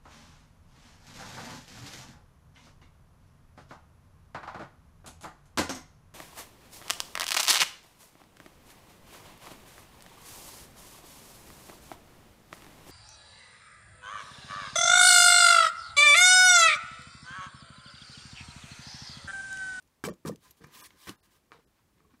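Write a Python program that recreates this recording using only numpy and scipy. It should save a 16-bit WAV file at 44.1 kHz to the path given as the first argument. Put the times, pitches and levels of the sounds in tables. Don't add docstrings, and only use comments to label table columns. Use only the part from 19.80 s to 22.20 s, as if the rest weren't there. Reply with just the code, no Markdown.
import sys
import numpy as np
from scipy import signal
from scipy.fft import rfft, irfft
from scipy.io import wavfile
from scipy.ndimage import uniform_filter1d

SR = 44100
rng = np.random.default_rng(int(sys.argv[2]) if len(sys.argv) > 2 else 0)


def int16_out(signal):
    q = np.round(np.clip(np.atleast_2d(signal).T, -1, 1) * 32767)
    wavfile.write(sys.argv[1], SR, q.astype(np.int16))


def makeup_ratio(level_db):
    decades = np.asarray(level_db, float) / 20
    return 10 ** decades


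N = 105840

# [s, dB, Hz, s]
STEEL_TICKS = [(0.025, -53, 9140, 0.016), (.076, -56, 7000, 0.014), (0.2394, -27.5, 7300, 0.0058),
               (0.2675, -28, 5400, 0.0098), (.2865, -35, 4550, 0.011), (0.338, -48, 6800, 0.022),
               (0.4516, -45, 7000, 0.0044), (0.4603, -31, 8140, 0.004), (.488, -30.5, 5750, 0.014),
               (0.5597, -40.5, 6300, 0.0079), (.5586, -50, 12000, 0.011), (.709, -37.5, 12500, 0.029),
               (0.713, -47, 5860, 0.017), (0.871, -47, 13000, 0.015), (1.106, -46.5, 2210, 0.033),
               (1.294, -23.5, 5160, 0.0027), (1.719, -39.5, 2230, .005)]
# [s, s, s, s, dB]
BLADE_SHEARS = [
    (.239, 0.0014, 0.02, 0.043, -38.5),
    (.285, 0.004, 0.02, 0.056, -56),
    (.4505, 0.00082, 0.02, 0.017, -56),
    (.459, 0.017, 0.013, 0.017, -42),
    (.49, 0.0071, 0.026, 0.044, -62.5),
    (1.269, 0.003, 0.028, 0.055, -49.5),
]
# [s, Hz,
# dB, s]
CARD_PINGS = [(.2385, 1278, -36.5, 0.052), (.246, 1590, -38, 0.028), (.249, 2310, -34.5, 0.052),
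              (.249, 3060, -34.5, 0.032), (.2545, 7900, -34.5, 0.035), (.256, 1153, -37, .05),
              (.268, 1040, -38, .04), (.286, 1143, -32.5, 0.037), (.286, 1830, -39.5, 0.038),
              (.453, 1220, -35.5, 0.041), (.456, 986, -40, 0.041), (.470, 1700, -66, 0.031),
              (.480, 1740, -50, 0.028), (.489, 1047, -38, 0.037), (.498, 1207, -39.5, 0.036),
              (.518, 1810, -49, 0.037), (.523, 920, -46, 0.028), (1.285, 1107, -39, 0.071),
              (1.296, 2910, -36, .02), (2.247, 1112, -59.5, 0.055), (2.296, 1092, -68, .15),
              (1.732, 1210, -56, 0.037)]
# [s, Hz, dB, s]
CARD_THUMPS = [(.2388, 298, -23, 0.019), (.250, 423, -35.5, 0.14), (.262, 195, -31, 0.076),
               (.273, 182, -33, 0.074), (.2765, 483, -26.5, 0.04), (.285, 595, -33, 0.061),
               (.288, 192, -42, 0.042), (.293, 360, -29.5, 0.043), (.301, 187, -35.5, 0.11),
               (.302, 361, -49, 0.048), (.313, 248, -35, 0.023), (.322, 526, -38, 0.021),
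               (.335, 174, -48, .05), (.4508, 320, -25.5, 0.025), (.455, 529, -41.5, 0.07),
               (.468, 206, -37.5, 0.053), (.482, 209, -25.5, 0.041), (.4955, 493, -24, 0.03),
               (.503, 158, -34.5, 0.086), (.510, 206, -32, 0.063), (.522, 308, -31.5, 0.037),
               (.531, 244, -37, 0.038), (.540, 162, -41.5, 0.062), (.548, 443, -49, 0.057),
               (.568, 129, -52, 0.043), (1.272, 200, -45, 0.079), (1.283, 335, -40, 0.036),
               (1.294, 300, -32.5, 0.033), (1.299, 195, -38, 0.079), (1.308, 346, -56, .05),
               (1.320, 246, -63, 0.035), (.239, 1576, -30, 0.023), (.4507, 1760, -40.5, 0.013),
               (1.7189, 1230, -33, 0.0061), (.246, 150, -43, 0.088), (.460, 148, -44.5, 0.14),
               (1.284, 111, -42.5, 0.11), (2.335, 253, -57.5, .1), (1.7185, 420, -51, 0.025),
               (1.746, 466, -53.5, 0.086), (1.765, 465, -71, .12), (1.788, 460, -57.5, 0.075)]
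# [s, dB, dB, Hz]
BODY_KNOCKS = [(0.2386, -41.5, -38.5, 293), (0.4506, -41.5, -50, 330), (.460, -47, -46, 199),
               (.808, -55, -65.5, 296), (0.816, -51, -84, 151), (.842, -45.5, -49.5, 170),
               (0.956, -56.5, -62, 250), (1.2702, -56, -59, 344), (1.708, -71, -66, 398),
               (1.7238, -64, -51, 316), (2.203, -64, -65, 292), (2.25, -68, -72, 151),
               (2.339, -60, -65, 252)]
# [s, s, s, s, dB]
CARD_FLUTTERS = [
    (.240, 0.0026, 0.071, 0.065, -44.5),
    (.452, 0.001, 0.054, 0.056, -41.5),
    (.80, 0.0083, 0.069, 0.05, -59),
    (1.27, 0.018, 0.019, 0.044, -51.5),
    (1.72, 0.0011, 0.067, 0.04, -67.5),
    (2.16, 0.0085, 0.14, 0.13, -72),
    (2.29, 0.098, 0.011, 0.018, -72.5),
]
# [s, s, s, s, dB]
FABRIC_NIPS = [
    (1.722, 0.0024, 0.013, 0.075, -57.5),
    (1.74, 0.016, 0.052, 0.044, -72),
    (1.94, 0.024, 0.031, 0.07, -75),
    (2.165, 0.0089, 0.03, 0.028, -74.5),
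    (2.17, 0.015, 0.11, .08, -91),
    (2.29, 0.017, 0.045, 0.031, -74.5),
]
# [s, s, s, s, dB]
FINGER_RUBS = [
    (0.89, 0.057, 0.072, 0.14, -52.5),
    (.99, 0.058, 0.022, 0.012, -52),
    (1.1345, 0.09, 0.076, 0.081, -56),
    (1.42, 0.013, 0.026, 0.064, -67.5),
    (.765, 0.0056, 0.022, .03, -69),
    (1.49, 0.026, 0.057, 0.052, -68.5),
    (0.571, 0.074, 0.038, 0.13, -63),
]
# [s, s, s, s, dB]
CARD_DRAGS = [
    (.60, 0.05, 0.017, 0.12, -64),
    (.79, 0.029, 0.17, 0.32, -63.5),
    (.835, 0.0054, 0.0063, 0.01, -55),
    (1.2, 0.059, 0.036, .06, -76),
    (1.10, 0.0034, 0.07, 0.092, -71.5),
    (1.268, 0.0034, 0.022, 0.072, -47),
    (1.44, 0.022, 0.11, 0.071, -78),
]
# [Hz, Hz, dB]
LOW_MODES = [(55.3, 23, -10), (91.5, 18.5, -8.5), (152.6, 25.2, 4.5), (227.6, 31, 6), (328, 83, 11),
             (441, 31, 11.5), (505, 23, 3), (598, 88, -2)]
# [Hz, Hz, dB]
MID_MODES = [(757, 61, -4.5), (880, 65, 0), (1108, 95, 13.5), (1247, 67, 11.5), (1586, 19, 2),
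             (1797, 45, 7), (2343, 24, 5.5)]
# [Hz, Hz, dB]
STEEL_MODES = [(3220, 200, 9.5), (4630, 880, -22), (6300, 310, 3), (7500, 83, -15), (12000, 310, -5)]
# [Hz, Hz, dB]
RUBBED_MODES = [(1024, 56, 6.5), (1215, 52, 5), (1650, 64, -6), (2310, 50, -7), (3200, 120, -33),
                (5030, 140, -11), (6000, 190, -20), (11500, 670, -24)]
# [Hz, dB per Hz]
SHEAR_COLOUR = [(410, -34), (700, 3.5), (1160, 5.5), (2130, -3), (2330, -4.5), (5200, -1), (7960, -4),
                (15400, -10)]
# [Hz, dB per Hz]
NIP_COLOUR = [(350, -29), (600, -5.5), (1160, 2), (1440, -2.5), (4120, -11), (15000, -35)]
# [Hz, dB per Hz]
RUB_COLOUR = [(180, -62), (300, -3.5), (543, -9), (1020, -25), (1440, -22), (1580, 3.5), (2680, -3.5),
              (3060, 0.5), (15400, -7)]
# [Hz, dB per Hz]
DRAG_COLOUR = [(300, -3), (700, -6), (1100, -12), (1600, 1.5), (3000, -8), (6000, -11.5), (15000, -25.5)]
# [Hz, dB per Hz]
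AIR_COLOUR = [(15, -4), (30, -6.5), (60, -7.5), (120, -10), (531, -14), (695, -13.5), (1130, -15),
              (1400, -18), (3250, -23), (16000, -29)]
# [s, s, Hz]
THIN_MOMENTS = [
    (.301, .029, 8200),
    (1.015, .022, 16000),
    (1.362, .022, 16000),
    (1.408, .02, 16000),
    (1.850, .022, 14000),
]


def ticks():
    out, t = np.zeros(N), np.arange(1500) / SR
    for start_s, level_db, hz, t60_s in STEEL_TICKS:
        snap = 9.3 * (t == 0)
        burst = (rng.standard_normal(len(t)) + snap) * makeup_ratio(-60 * t / t60_s)
        band = [0.34 * hz, min(1.54 * hz, 0.45 * SR)]
        crack = signal.lfilter(*signal.butter(2, band, "band", fs=SR), burst)
        swell = np.minimum(t / 0.0013, 1)
        tone = np.sin(2 * np.pi * hz * t) * makeup_ratio(-11 - 60 * t / (t60_s + 0.0034)) * swell
        add(out, start_s, makeup_ratio(level_db) * (crack / abs(crack).max() + tone))
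    return out


def shears():
    scrape = grit(per_s=6400.0, spread_db=-2.5, smooth=0.93) * wobble(ms=3.5, depth_db=1.6)
    blades = makeup_ratio(-26) * through(scrape, STEEL_MODES)
    return strokes(BLADE_SHEARS) * evened(coloured(scrape, SHEAR_COLOUR) + blades)


def rings(rows, rise_cycles):
    out, t = np.zeros(N), np.arange(6000) / SR
    for start_s, hz, peak_db, t60_s in rows:
        swell = 1 - np.exp(-t * hz / rise_cycles)
        add(out, start_s, -makeup_ratio(peak_db - 60 * t / t60_s) * swell * np.sin(2 * np.pi * hz * t))
    return out


def knocks():
    contact_s, favour_oct, grip_damping = 0.0016, 0.32, 1.93
    spread_db, mid_trim_db = -0.5, -6.5
    low, mid = np.zeros(N), np.zeros(N)
    for start_s, low_db, mid_db, pitch_hz in BODY_KNOCKS:
        favoured = []
        for hz, width_hz, db in LOW_MODES:
            octaves_off = np.log2(hz / pitch_hz)
            favoured.append((hz, width_hz * grip_damping, db - 6 * (octaves_off / favour_oct) ** 2))
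        add(low, start_s, -makeup_ratio(low_db) * ring(favoured, spread_db, sign=-1.044))
        add(mid, start_s, makeup_ratio(mid_db + mid_trim_db) * ring(MID_MODES, spread_db, sign=-0.88))
    t = np.arange(200) / SR
    blow = np.exp(-0.5 * ((t - 0.5 * contact_s) / (0.13 * contact_s)) ** 2)
    return signal.oaconvolve(low, blow / blow.sum())[:N] + mid


def flutter():
    pushes = grit(per_s=280.0, spread_db=2.5, smooth=0.4)
    body = through(pushes, LOW_MODES) + makeup_ratio(-19) * through(pushes, MID_MODES)
    return strokes(CARD_FLUTTERS) * evened(body)


def rubbing(pressure, colour, body, body_db):
    friction = grit(per_s=5100.0, spread_db=-1.5, smooth=0.78) * wobble(ms=5.5, depth_db=0.8)
    hiss = coloured(friction, colour)
    return pressure * patchy(hiss + makeup_ratio(body_db) * through(friction, body))


def room(x):
    t60_s = 0.18
    t = np.arange(SR // 3) / SR
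    echoes = rng.choice([-1, 1], len(t)) * (rng.random(len(t)) < 0.05)
    taps = echoes * makeup_ratio(-60 * t / t60_s) * (t > 0.004)
    taps = signal.lfilter([0.5], [1, -0.5], taps)
    return signal.oaconvolve(x, taps / np.linalg.norm(taps))[:N]


def air():
    hush = coloured(rng.standard_normal(N), AIR_COLOUR)
    bass = signal.lfilter(*signal.butter(2, 400, fs=SR), hush)
    return makeup_ratio(-72) * (hush + bass * wobble(ms=27.0, depth_db=5.0))


def evened(x):
    return x / np.sqrt(np.mean(x ** 2) + 1e-20)


def coloured(x, points):
    f, db = np.transpose(points)
    hz = np.fft.rfftfreq(len(x), 1 / SR)
    gain = makeup_ratio(np.interp(np.log(hz + 1), np.log(f + 1), db))
    return evened(irfft(rfft(x) * gain, len(x)))


def ring(modes, spread_db=0., sign=1):
    t = np.arange(4096) / SR
    out = np.zeros(len(t))
    for k, (hz, width_hz, db) in enumerate(modes):
        level = sign ** k * makeup_ratio(db + spread_db * rng.standard_normal())
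        out += level * np.exp(-np.pi * width_hz * t) * np.sin(2 * np.pi * hz * t)
    return out


def through(x, modes):
    return evened(signal.oaconvolve(x, ring(modes, sign=-0.75))[:N])


def grit(per_s, spread_db, smooth):
    sizes = makeup_ratio(spread_db * np.minimum(rng.exponential(1, N), 4))
    clicks = sizes * rng.choice([-1, 1], N) * (rng.random(N) < per_s / SR)
    return evened(clicks) + smooth * rng.standard_normal(N)


def wobble(ms, depth_db):
    n = max(int(ms * SR / 1000), 2)
    drift = uniform_filter1d(uniform_filter1d(rng.standard_normal(N), n), n)
    return makeup_ratio(depth_db * evened(drift))


def patchy(x):
    z = signal.stft(x, nperseg=256)[2]
    field = uniform_filter1d(rng.standard_normal(z.shape), size=5, axis=0)
    field = evened(uniform_filter1d(field, size=8, axis=1))
    return evened(signal.istft(z * makeup_ratio(1.8 * field), nperseg=256)[1][:N])


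def strokes(rows):
    t = np.arange(N) / SR
    out = np.zeros(N)
    for start_s, rise_s, hold_s, fall_s, level_db in rows:
        rise = np.clip((t - start_s) / rise_s, 0, 1) ** 2
        falling_s = np.maximum(t - start_s - rise_s - hold_s, 0)
        out += makeup_ratio(level_db - 30 * falling_s / fall_s) * rise
    return out


def add(mix, start_s, sound):
    part = mix[round(start_s * SR):][:len(sound)]
    part += sound[:len(part)]


def thin_treble(x):
    t = np.arange(N) / SR
    hz, at, z = signal.stft(x, SR, nperseg=1024, noverlap=768)
    tall = abs(z) > 1.75 * uniform_filter1d(abs(z), size=15, axis=1)
    for start_s, length_s, top_hz in THIN_MOMENTS:
        middle = np.argmin(abs(at - start_s - length_s / 2))
        lines = tall[0, :, middle] & (hz < top_hz) & (hz >= 1900)
        gain = (hz < 1900) + 2.2 * lines
        thin = signal.istft(z * gain[:, None], SR, nperseg=1024, noverlap=768)[1][:, :N]
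        share = np.clip(np.minimum(t - start_s, start_s + length_s - t) / 0.004 + 0.5, 0, 1)
        x = x + share * (thin - x)
    return x


def scene():
    scissors = ticks() + shears() + rings(CARD_PINGS, rise_cycles=2.1)
    card = rings(CARD_THUMPS, rise_cycles=0.23) + knocks() + flutter()
    fabric = rubbing(strokes(FABRIC_NIPS), NIP_COLOUR, MID_MODES, body_db=-13)
    fingers = rubbing(strokes(FINGER_RUBS), RUB_COLOUR, RUBBED_MODES, body_db=-9.5)
    drag = rubbing(strokes(CARD_DRAGS), DRAG_COLOUR, RUBBED_MODES[:4], body_db=-4)
    near = scissors + card + fabric + fingers + drag
    return (near + makeup_ratio(-25) * room(near) + air())[None]


def top_cut(x):
    return signal.sosfilt(signal.butter(12, 16510, fs=SR, output="sos"), x)


def record(dry):
    x = signal.sosfilt(signal.butter(3, 45, "high", fs=SR, output="sos"), dry)
    band_edge = signal.firwin(255, 15750, window=("kaiser", 4), fs=SR)
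    x = signal.oaconvolve(x, band_edge[None], "same")
    finished = thin_treble(x)
    return top_cut(finished)


dry = scene()
out = record(dry)
int16_out(out)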